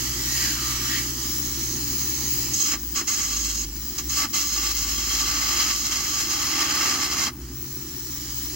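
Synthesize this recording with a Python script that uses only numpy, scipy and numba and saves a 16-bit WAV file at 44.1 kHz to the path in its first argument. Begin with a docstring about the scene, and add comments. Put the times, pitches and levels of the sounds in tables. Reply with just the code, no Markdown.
"""Outdoors, a few metres from a big steel excavator bucket that is being gouged with a carbon arc.
Compressed air hisses and whistles from the torch and roars as it sweeps over a steel edge.
Behind, an engine-driven welder chugs beside a droning second machine and labours under each burn.
The arc strikes six times, sizzling and blowing out molten metal while the groove sings along.
The bucket's faces colour the torch's sound, and the yard gives the arc a dull echo."""
import sys
import numpy as np
from scipy import signal
from scipy.fft import rfft, irfft
from scipy.io import wavfile
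from scipy.ndimage import uniform_filter1d
from numba import njit

SR = 44100
rng = np.random.default_rng(int(sys.argv[2]) if len(sys.argv) > 2 else 0)


def to_wav(sig):
    """Store sig (one row per channel, or 1-D mono) as 16-bit WAV at the path in sys.argv[1].

    Samples outside -1..1 are clipped; the rate is SR.
    """
    pcm = np.clip(np.atleast_2d(sig), -1, 1) * 32767
    pcm = np.round(pcm).astype(np.int16)
    wavfile.write(sys.argv[1], SR, pcm.T)  # frames by channels


N = 377055
TIME = np.arange(N) / SR
FREQS = np.maximum(np.arange(N // 2 + 1) * SR / N, 1)

# The torch's stereo image. Each row: frequency in Hz, phase lead of the left side in radians.
LEFT_LEAD = [(0, 0), (600, 0), (800, -.6), (950, 0), (1300, 0), (1400, 2.9), (1510, 3), (1590, 0),
             (1800, -.5), (2400, .3), (2520, -1.7), (2650, .3), (3120, 0), (3280, 3.1), (3500, 2.9),
             (3780, 1.6), (3950, -.8), (4250, -.5), (4900, -1.9), (5250, -1.6), (5380, -.7), (5500, -3.6),
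             (5750, -.7), (6150, -2.3), (6500, -1.3), (6720, 0), (6900, -2), (7300, 1.5), (7700, 0),
             (8800, 1.9), (12000, 1.9), (15700, 2.3)]
# Peaks and notches from the steel faces, broad for the spread-out jet and sharp for the arc.
# Each row: centre in Hz, width in Hz, left and right gain in dB before scaling by depth.
JET_FACES = [(600, 394, -8.4, -9.7), (813, 269, 3.3, 8.5), (998, 143, -5.4, -5.8), (1192, 126, 0.9, 2.4),
             (1495, 532, -0.7, 3.7), (1553, 122, -5.3, -1.0), (1949, 178, -0.8, 4.7),
             (2444, 169, 0.7, -3.9), (2868, 479, 5.0, -1.3), (3220, 278, 7.8, 3.2), (4229, 818, 3.9, 2.4),
             (4522, 250, -6.9, -4.2), (4942, 374, 2.6, 5.4), (5619, 381, -1.9, 3.3),
             (6214, 164, -3.4, -1.6), (6288, 778, -2.4, 4.5), (6499, 226, 0.2, 5.6),
             (6705, 225, -6.7, -5.8), (7083, 288, -1.1, 7.0), (7677, 411, 3.3, 4.0),
             (8033, 162, -5.1, -0.4), (8479, 697, 0.7, 0.3)]
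ARC_FACES = [(631, 334, -3.5, -6.9), (698, 35, -4.7, -4.4), (730, 45, -3.4, 8.4), (833, 75, 6.6, 9.7),
             (908, 35, -3.8, -1.4), (999, 70, -3.6, -5.3), (1153, 75, 7.8, 7.5), (1241, 133, 1.1, 2.3),
             (1447, 58, 6.8, 4.0), (1546, 150, -4.1, 7.9), (1695, 150, -4.4, -2.6), (1800, 95, 2.8, 3.9),
             (2078, 141, 4.8, 4.4), (2305, 46, 5.0, 7.8), (2380, 302, 1.7, -3.4), (2746, 122, 6.0, 1.7),
             (2982, 57, 9.3, 7.1), (3212, 111, 10.8, 2.9), (3562, 218, -11.8, -10.8), (3620, 477, 6.5, 9.0),
             (3867, 62, -6.0, -9.2), (4190, 150, 8.6, 5.3), (4485, 870, -2.6, 0.8),
             (4607, 86, -12.6, -14.9), (4763, 219, 7.4, 2.1), (5073, 129, 5.2, 3.4), (5228, 62, -8.4, -5.8),
             (5317, 423, 3.5, 2.7), (5528, 91, -7.9, 2.1), (5726, 101, -12.7, -5.1), (5802, 68, 0.3, 4.3),
             (6170, 456, -0.6, 5.6), (6525, 117, 8.5, 7.2), (6546, 257, -7.8, 2.6),
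             (6775, 133, -10.3, -7.3), (6977, 509, 2.2, 3.8), (7261, 93, -5.0, -0.7), (7440, 134, 5.8, 2.0),
             (7700, 122, 4.2, 3.5), (7843, 56, -6.3, -4.9), (8002, 91, -7.2, -0.9), (8482, 145, -3.4, -0.7)]

# The hiss swells and drops as the torch swings into place. Each row: time in seconds, boost in dB.
HISS_SWING = [(0, 1), (.2, 1), (.3, 4.3), (.45, 3.8), (.58, 1), (.7, 3.8), (.79, .5), (.92, 4), (1, 2.5),
              (1.05, -1.5), (1.16, -1.5), (1.28, .5), (1.42, -1), (2.5, 0)]
# The jet sweeps over an edge. Each row: time in seconds, relative level in dB, gap resonance in Hz.
EDGE_SWEEP = [(0, -45, 1970), (.24, -47, 1950), (.45, -32.5, 1800), (.55, -36, 1400), (.65, -35, 1220),
              (.84, -34.5, 1240), (.93, -32, 1800), (.99, -31, 2000), (1.05, -50, 2050), (1.2, -70, 1950)]
# EQ for the free hiss and for air hitting the edge. Each row: frequency in Hz, relative gain in dB.
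HISS_EQ = [(200, -31), (500, -15.5), (800, -15.5), (1200, -8), (1600, -13), (2500, -12.5), (3200, -11),
           (3900, -9.5), (5000, -.5), (6800, -.3), (7700, -7), (8300, -12.5), (11200, -12.5), (12000, -8),
           (15500, -8.3)]
EDGE_EQ = [(300, -29), (750, -13), (1200, 2), (2100, 3), (3000, 6.5), (3700, 3), (5000, 8.5), (7000, -8),
           (9000, -14), (15000, -37)]
# The nozzle's whistling tones. Each row: pitch in Hz, width in Hz, relative level in dB.
NOZZLE_TONES = [(11700, 110, -21), (15690, 110, 0)]
# The whistle's fader ride. Each row: time in seconds, relative level in dB.
WHISTLE_RIDE = [(0, -37), (1.1, -34), (1.35, -31), (2.5, -29.5), (2.7, -33.5), (2.95, -29), (3.25, -37),
                (3.55, -38), (4.1, -31), (4.75, -33.5), (6.0, -38), (7.2, -42.5), (7.5, -46), (7.62, -35),
                (8.2, -34), (8.55, -37)]

# The welder's engine sags and recovers. Each row: time in seconds, firing rate in Hz.
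ENGINE_SPEED = [(0, 61.7), (2.55, 61.6), (2.7, 54.2), (2.95, 56.5), (3.2, 54.7), (3.65, 54.5), (3.92, 56.3),
                (4.1, 62.3), (4.45, 54.4), (4.9, 54.7), (6.3, 56.7), (7.18, 57.1), (7.42, 61.6),
                (7.65, 64.2), (7.85, 61.3), (8.55, 61.7)]
# The fader ride of its firing tone. Each row: time in seconds, level in dB.
FIRING_RIDE = [(0.1, -37), (2.52, -40), (2.64, -57), (2.73, -42), (2.91, -36), (3.08, -55), (3.19, -42),
               (3.4, -34), (3.84, -37), (3.96, -47), (4.07, -33), (4.33, -51), (4.57, -36), (5.03, -35),
               (7.01, -52), (7.12, -43), (7.26, -54), (7.45, -36), (7.68, -49), (8.45, -41)]
# Its fainter partials. Each row: multiple of the firing rate, level in dB.
ENGINE_ORDERS = [(.5, -80), (3, -62), (4, -54.5), (5, -61.5), (6, -57)]
# EQ for its rumbling housing. Each row: frequency in Hz, relative gain in dB.
RUMBLE_EQ = [(20, -9), (90, -4), (170, -9), (215, -1.5), (320, 2.5), (370, -2), (420, -17.5), (500, -23),
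             (620, -27), (800, -22), (1300, -20.5), (4000, -29.5)]
# The second machine's drone. Each row: pitch in Hz, level in dB.
DRONE_TONES = [(36, -58), (72.5, -51), (90.5, -59.5), (135.3, -52.5)]

# The six burns. Each row: strike, attack and break in seconds, then relative levels in dB for the sizzle,
# its extra spit at the strike, the roar at the strike, the roar at the break, the groove's singing
# and the ducking of the hiss.
BURNS = [(2.539, .007, 2.748, -26.4, 3, -52, -31.5, -29, -12),
         (2.964, .02, 3.016, -27, 2.5, -33.5, -32.5, -28.5, -10.5),
         (3.083, .016, 3.648, -27.6, 4, -36, -50, -30.5, -11.5),
         (3.985, .008, 3.995, -24.5, 3, -37, -36, -30, -8.5),
         (4.1, .012, 4.254, -24.8, -2, -42, -30.5, -33, -11),
         (4.343, .017, 7.286, -24.5, 1.8, -34, -33, -38, -28)]
# How hard the electrode bites during the long cut. Each row: time in seconds, extra roar in dB.
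ELECTRODE_BITE = [(4.36, 1.5), (4.48, -7), (4.57, -2), (4.67, -1), (4.77, -5.5), (5.25, 0), (5.47, 4.5),
                  (5.71, 4), (5.76, -7), (5.82, -8), (5.93, 1.5), (6.13, -3), (6.28, -2.5), (6.6, 6.3),
                  (6.85, 6.2), (7.1, 1.5), (7.28, 2.5)]
# The arc flares on pockets of molten metal and falters between them.
# Each row: time in seconds, boost in dB of which sizzle and roar each take a share.
ARC_FLARES = [(4.19, 2.5), (4.405, 2.5), (4.46, -3), (4.665, 1.5), (4.74, -3), (5.12, 2.5), (5.28, 2.5),
              (5.45, 3), (5.53, -1.5), (5.62, 1.8), (5.7, 2), (5.86, 3), (6.1, 2), (6.325, 3.5), (6.43, 3),
              (6.68, -2.5), (6.99, -3), (7.03, 1.5), (7.09, -5), (7.16, -2.5), (7.22, 1.3)]
# EQ for the arc's sizzle, its bright edge on fresh steel, its roar, the growl of a long arc
# and the yard's echo. Each row: frequency in Hz, relative gain in dB.
SIZZLE_EQ = [(500, -50), (2000, -23), (2900, -14.5), (3800, -11.5), (5000, -2), (6800, 0), (7700, -8.5),
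             (8300, -14.5), (10500, -17.5), (13500, -7.5), (15500, -15.5)]
FRESH_STEEL_EQ = [(4500, -35), (6000, -6), (7000, 0), (7800, 0), (8600, -20), (12000, -35)]
ROAR_EQ = [(100, -18), (220, -20), (320, -5), (480, -11), (800, -7), (1080, -2), (1165, 2), (1270, 3.5),
           (1450, -2.8), (2500, -2), (3000, -4.7), (3800, -11), (5000, -.3), (9000, -24)]
GROWL_EQ = [(120, -25), (310, 7), (470, -20), (750, -9), (1000, -12), (1600, -7), (4000, -37)]
YARD_EQ = [(200, -17), (450, -7), (700, -4.5), (1000, -7), (1500, -17), (4000, -26), (10000, -40)]

SINCE_FIRST_STRIKE = np.maximum(TIME - BURNS[0][0], 0)
SOUND_M_S = 343


def undb(db):
    """Decibels to gain."""
    return 10 ** (np.asarray(db) / 20)


def unit(x):
    """Scale to rms 1."""
    return x / np.sqrt(np.mean(x ** 2))


def curves(rows):
    """One automation curve for each column after the time."""
    times, *columns = np.transpose(rows)
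    return [np.interp(TIME, times, column) for column in columns]


def noise():
    """White noise."""
    return rng.standard_normal(N)


def wander(rate_hz):
    """A modulator gliding between random values; rms 1."""
    hold = max(int(SR / rate_hz), 2)
    steps = np.repeat(noise()[:N // hold + 1], hold)
    return unit(uniform_filter1d(steps, hold)[:N])


def eq(points):
    """Frequency response through (Hz, dB) points."""
    hz, db = np.transpose(points)
    return undb(np.interp(np.log(FREQS), np.log(hz), db))


def resonance(hz, width_hz):
    """Frequency response of a resonance with steep skirts."""
    return 1 / (1 + 1j * (FREQS ** 2 - hz ** 2) / (FREQS * width_hz * 2)) ** 2


def shaped(x, response):
    """Filter by a frequency response; rms 1."""
    return unit(irfft(rfft(x) * response, N))


@njit
def swept_band(x, hz, q):
    """State-variable band-pass whose centre moves."""
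    y, band, low = np.empty(len(x)), 0., 0.
    for i in range(len(x)):
        g = np.tan(np.pi * hz[i] / SR)
        v = (band + g * (x[i] - low)) / (1 + g * (g + 1 / q))
        band, low, y[i] = 2 * v - band, low + 2 * g * v, v / q
    return y


def turbulence(width):
    """Stereo air noise: a shared centre plus a diffuse part on each side."""
    return noise() + width * rng.standard_normal((2, N))


def torch_image(pan_db):
    """Place the torch with a phase shift between the sides and more treble on the left."""
    lead = np.interp(FREQS, *np.transpose(LEFT_LEAD))
    left = eq([(7000, 0), (8500, pan_db / 2)]) * np.exp(.5j * lead)
    return np.array([left, 1 / left])


def bucket_path(faces, depth, scatter_db, t60):
    """Strong reflections cut peaks and notches; ribs and plates scatter a short tail."""
    grid_hz = np.linspace(0, SR / 2, 4096)
    db = sum(np.outer([left, right], .5 ** ((2 * (grid_hz - hz) / width) ** 2))
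             for hz, width, left, right in faces)
    gain = np.array([np.interp(FREQS, grid_hz, side) for side in undb(depth * db)])
    tail = rng.standard_normal((2, SR // 4)) * np.exp(-np.log(1000) * TIME[:SR // 4] / t60)
    tail /= np.sqrt(np.sum(tail ** 2, axis=1, keepdims=True))
    return gain * (torch_image(pan_db=4.5) + undb(scatter_db) * rfft(tail, N))


def hiss_ducking():
    """The hiss ducks under each burn and swells back, more slowly after a longer one."""
    gain = np.ones(N)
    for start, _, end, *_, duck_db in BURNS:
        recover_s = .6 + .3 * (end - start)
        held = np.exp(-np.maximum(TIME - end, 0) / recover_s)
        gain = np.where(TIME >= start, 1 - (1 - undb(duck_db)) * held, gain)
    return gain


def air_jet(path, level_db, sing_db, sing_q, gap_m, echo_db):
    """Turbulent air hisses, shifts colour as the hand sways, and sings when aimed into the groove."""
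    swing_db, = curves(HISS_SWING)
    sway = wander(4)
    air = turbulence(width=1.0) * undb(.57 * wander(45))
    # the echo across the swaying gap from nozzle to steel gently flanges the hiss
    echo_time = TIME - 2 * gap_m * (1 + .15 * sway) / SOUND_M_S
    echo = np.array([np.interp(echo_time, TIME, side) for side in air])
    hiss = shaped(air + undb(echo_db) * echo, path * eq(HISS_EQ)) * undb(swing_db)
    aim = np.interp(TIME, [1.2, 1.5, 2.6, 3.7], [.14, .93, .93, .2])
    sing_hz = 6480 + 35 * sway
    tone = [swept_band(swept_band(side, sing_hz, sing_q), sing_hz, sing_q)
            for side in turbulence(width=.3)]
    sing = unit(np.array(tone)) * undb([[-6], [2]])  # leans right
    sing *= aim * undb(sing_db + 2.5 * wander(14))
    return (hiss + sing) * hiss_ducking() * undb(level_db + .6 * wander(9))


def edge_roar(path, trim_db, gap_q, gap_db):
    """Air striking steel roars; the gap between nozzle and steel gives it a gliding hollow tone."""
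    roar_db, gap_hz = curves(EDGE_SWEEP)
    air = turbulence(width=.5)
    hollow = np.array([swept_band(side, gap_hz, gap_q) for side in air])
    return shaped(air + undb(gap_db) * hollow, path * eq(EDGE_EQ)) * undb(roar_db + trim_db)


def nozzle_whistle(trim_db, flutter_db, dip_db, dip_s):
    """The air holes sing in narrow, unsteady tones that dip briefly each time the arc breaks."""
    ride_db, = curves(WHISTLE_RIDE)
    dips = sum((TIME > end) * np.exp(-abs(TIME - end) / dip_s) for _, _, end, *_ in BURNS)
    tones = sum(undb(db) * resonance(hz, width) for hz, width, db in NOZZLE_TONES)
    whistle = shaped(turbulence(width=.7), tones * torch_image(pan_db=6))
    return whistle * undb(ride_db + dip_db * dips + trim_db + flutter_db * wander(14))


def welder(idle_hz, loaded_hz, throb, rumble_db, side_db):
    """The engine slows under the arc's load; its exhaust hums and its housing rumbles once per firing."""
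    firing_hz, = curves(ENGINE_SPEED)
    firing_db, = curves(FIRING_RIDE)
    load = np.clip((idle_hz - firing_hz) / (idle_hz - loaded_hz), 0, 1)
    softened = np.minimum(SINCE_FIRST_STRIKE / .06, 1)
    octave_db = -40.8 - 8 * load - 4.5 * softened + 1.2 * wander(12)
    phase = 2 * np.pi * np.cumsum(firing_hz * (1 + .0026 * wander(22))) / SR
    hum = undb(firing_db) * np.sin(phase) + undb(octave_db) * np.cos(2 * phase)
    for multiple, db in ENGINE_ORDERS:
        hum += undb(db + .83 * wander(8.6)) * np.sin(multiple * phase + rng.uniform(0, 2 * np.pi))
    pulse = 1 + throb * np.sin(phase)
    mid, side = (shaped(noise() * pulse, eq(RUMBLE_EQ)) for _ in range(2))
    rumble = mid + undb(side_db) * side * np.array([[1], [-1]])
    return np.sqrt(2) * hum + undb(rumble_db - 4 * softened) * rumble


def second_machine(waver_db):
    """A steadily running machine lays down a low drone of wavering tones."""
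    drone = np.zeros(N)
    for hz, db in DRONE_TONES:
        drone += undb(db + waver_db * wander(1.7)) * np.sin(2 * np.pi * hz * TIME + .25 * wander(3.05))
    return np.sqrt(2) * drone


def burn_envelopes(spit_s, thin_s, release_s, sag_db_per_s):
    """Envelopes for sizzle, roar, growl and singing: each burn spits, holds and quickly dies."""
    bite_db, = curves(ELECTRODE_BITE)
    sizzle, roar, growl, sing = np.zeros((4, N))
    for start, attack_s, end, sizzle_db, spit_db, strike_db, break_db, sing_db, _ in BURNS:
        attack = np.clip((TIME - start) / attack_s + 1, 0, 1)
        gate = attack * np.exp(-np.maximum(TIME - end, 0) / release_s)
        age = np.maximum(TIME - start, 0)
        to_break = np.maximum(end - TIME, 0)
        spit = np.exp(-age / spit_s)
        thinning_db = -5 * np.exp(-to_break / thin_s)
        sag_db = sag_db_per_s * age  # the electrode burns down
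        sizzle += gate * undb(sizzle_db + spit_db * spit + sag_db + thinning_db + .15 * bite_db)
        sing += gate * undb(sing_db + 5 * spit + thinning_db)
        blast = gate * undb(np.interp(TIME, [start, end], [strike_db, break_db]) + bite_db)
        roar += blast
        # the arc lengthens before it breaks, and a long arc growls lower
        stretch = np.exp(-to_break / (.16 * (end - start)))
        growl += blast * (.36 + stretch)
    return sizzle, roar, growl, sing


def pops(per_s, spread_db):
    """Clicks at random moments, many small and a few large."""
    size = undb(spread_db * np.minimum(rng.exponential(size=N), 4))
    return unit((rng.random(N) < per_s / SR) * size * np.sign(noise()))


def arc(path, sizzle_db, fresh_db, roar_db, growl_db, sing_db, flare_s):
    """Tiny explosions of molten metal crackle in the air stream; the groove sings with them."""
    sizzle_env, roar_env, growl_env, sing_env = burn_envelopes(
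        spit_s=.06, thin_s=.015, release_s=.012, sag_db_per_s=-.6)
    sputter = undb(wander(55) + .25 * wander(300))
    crackle = (pops(per_s=3200, spread_db=1.5) + .59 * rng.standard_normal((2, N))) * sputter
    sizzle = shaped(crackle, path * eq(SIZZLE_EQ)) * undb(sizzle_db + .45 * wander(16))
    # fresh steel adds a bright edge that fades as the groove deepens
    sizzle += shaped(crackle, path * eq(FRESH_STEEL_EQ)) * undb(fresh_db - 9 * SINCE_FIRST_STRIKE)
    roar = shaped(crackle, path * eq(ROAR_EQ)) * undb(roar_db)
    growl = shaped(crackle.mean(axis=0), eq(GROWL_EQ)) * undb(growl_db)
    sing = shaped(turbulence(width=.22) * sputter, resonance(hz=6510, width_hz=64))
    sing *= undb([[-7], [2]]) * undb(sing_db + 2.5 * wander(18))  # leans right and flickers
    flare_db = sum(db * np.exp(-((TIME - at) / flare_s) ** 2) for at, db in ARC_FLARES)
    sizzle *= undb(.85 * flare_db)
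    roar *= undb(.7 * flare_db)
    return sizzle_env * sizzle + roar_env * roar + growl_env * growl + sing_env * sing


def yard_echo(sound, send_db, t60):
    """Machines and trees across the yard return a dull, late echo."""
    envelope = np.clip(TIME / .042, 0, 1) * np.exp(-np.log(1000) * TIME / t60)
    tail = rng.standard_normal((2, N)) * envelope / np.sqrt(np.sum(envelope ** 2))
    return undb(send_db) * irfft(rfft(sound.mean(axis=0)) * rfft(tail) * eq(YARD_EQ), N)


def scene():
    """The torch in front of the bucket, the machines a touch to the right."""
    jet_path = bucket_path(JET_FACES, depth=1.01, scatter_db=-6, t60=.069)
    arc_path = bucket_path(ARC_FACES, depth=1.1, scatter_db=-6, t60=.17)
    air = air_jet(jet_path, level_db=-28.2, sing_db=-8.5, sing_q=30., gap_m=.09, echo_db=-13)
    air += edge_roar(jet_path, trim_db=3, gap_q=6., gap_db=11.5)
    air += nozzle_whistle(trim_db=1, flutter_db=1.9, dip_db=-7, dip_s=.08)
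    burns = arc(arc_path, sizzle_db=-1.5, fresh_db=-10, roar_db=-.1, growl_db=-9.2, sing_db=-2,
                flare_s=.022)
    machines = welder(idle_hz=61.7, loaded_hz=54.5, throb=.28, rumble_db=-38.5, side_db=-21)
    machines += second_machine(waver_db=2.8)
    return air + machines * undb([[-.2], [.2]]) + burns + yard_echo(burns, send_db=-11, t60=1.0)


def record(dry):
    """Master chain: a slightly different low cut on each side, soft clipping and a steep high cut."""
    low_cut = [signal.lfilter(*signal.butter(1, hz, "high", fs=SR), side)
               for side, hz in zip(dry, (22, 7))]
    rounded = .5 * np.tanh(np.array(low_cut) / .5)
    high_cut = signal.ellip(12, .1, 80, 15850, fs=SR, output="sos")
    return signal.sosfilt(high_cut, rounded)


dry = scene()
out = record(dry)
to_wav(out)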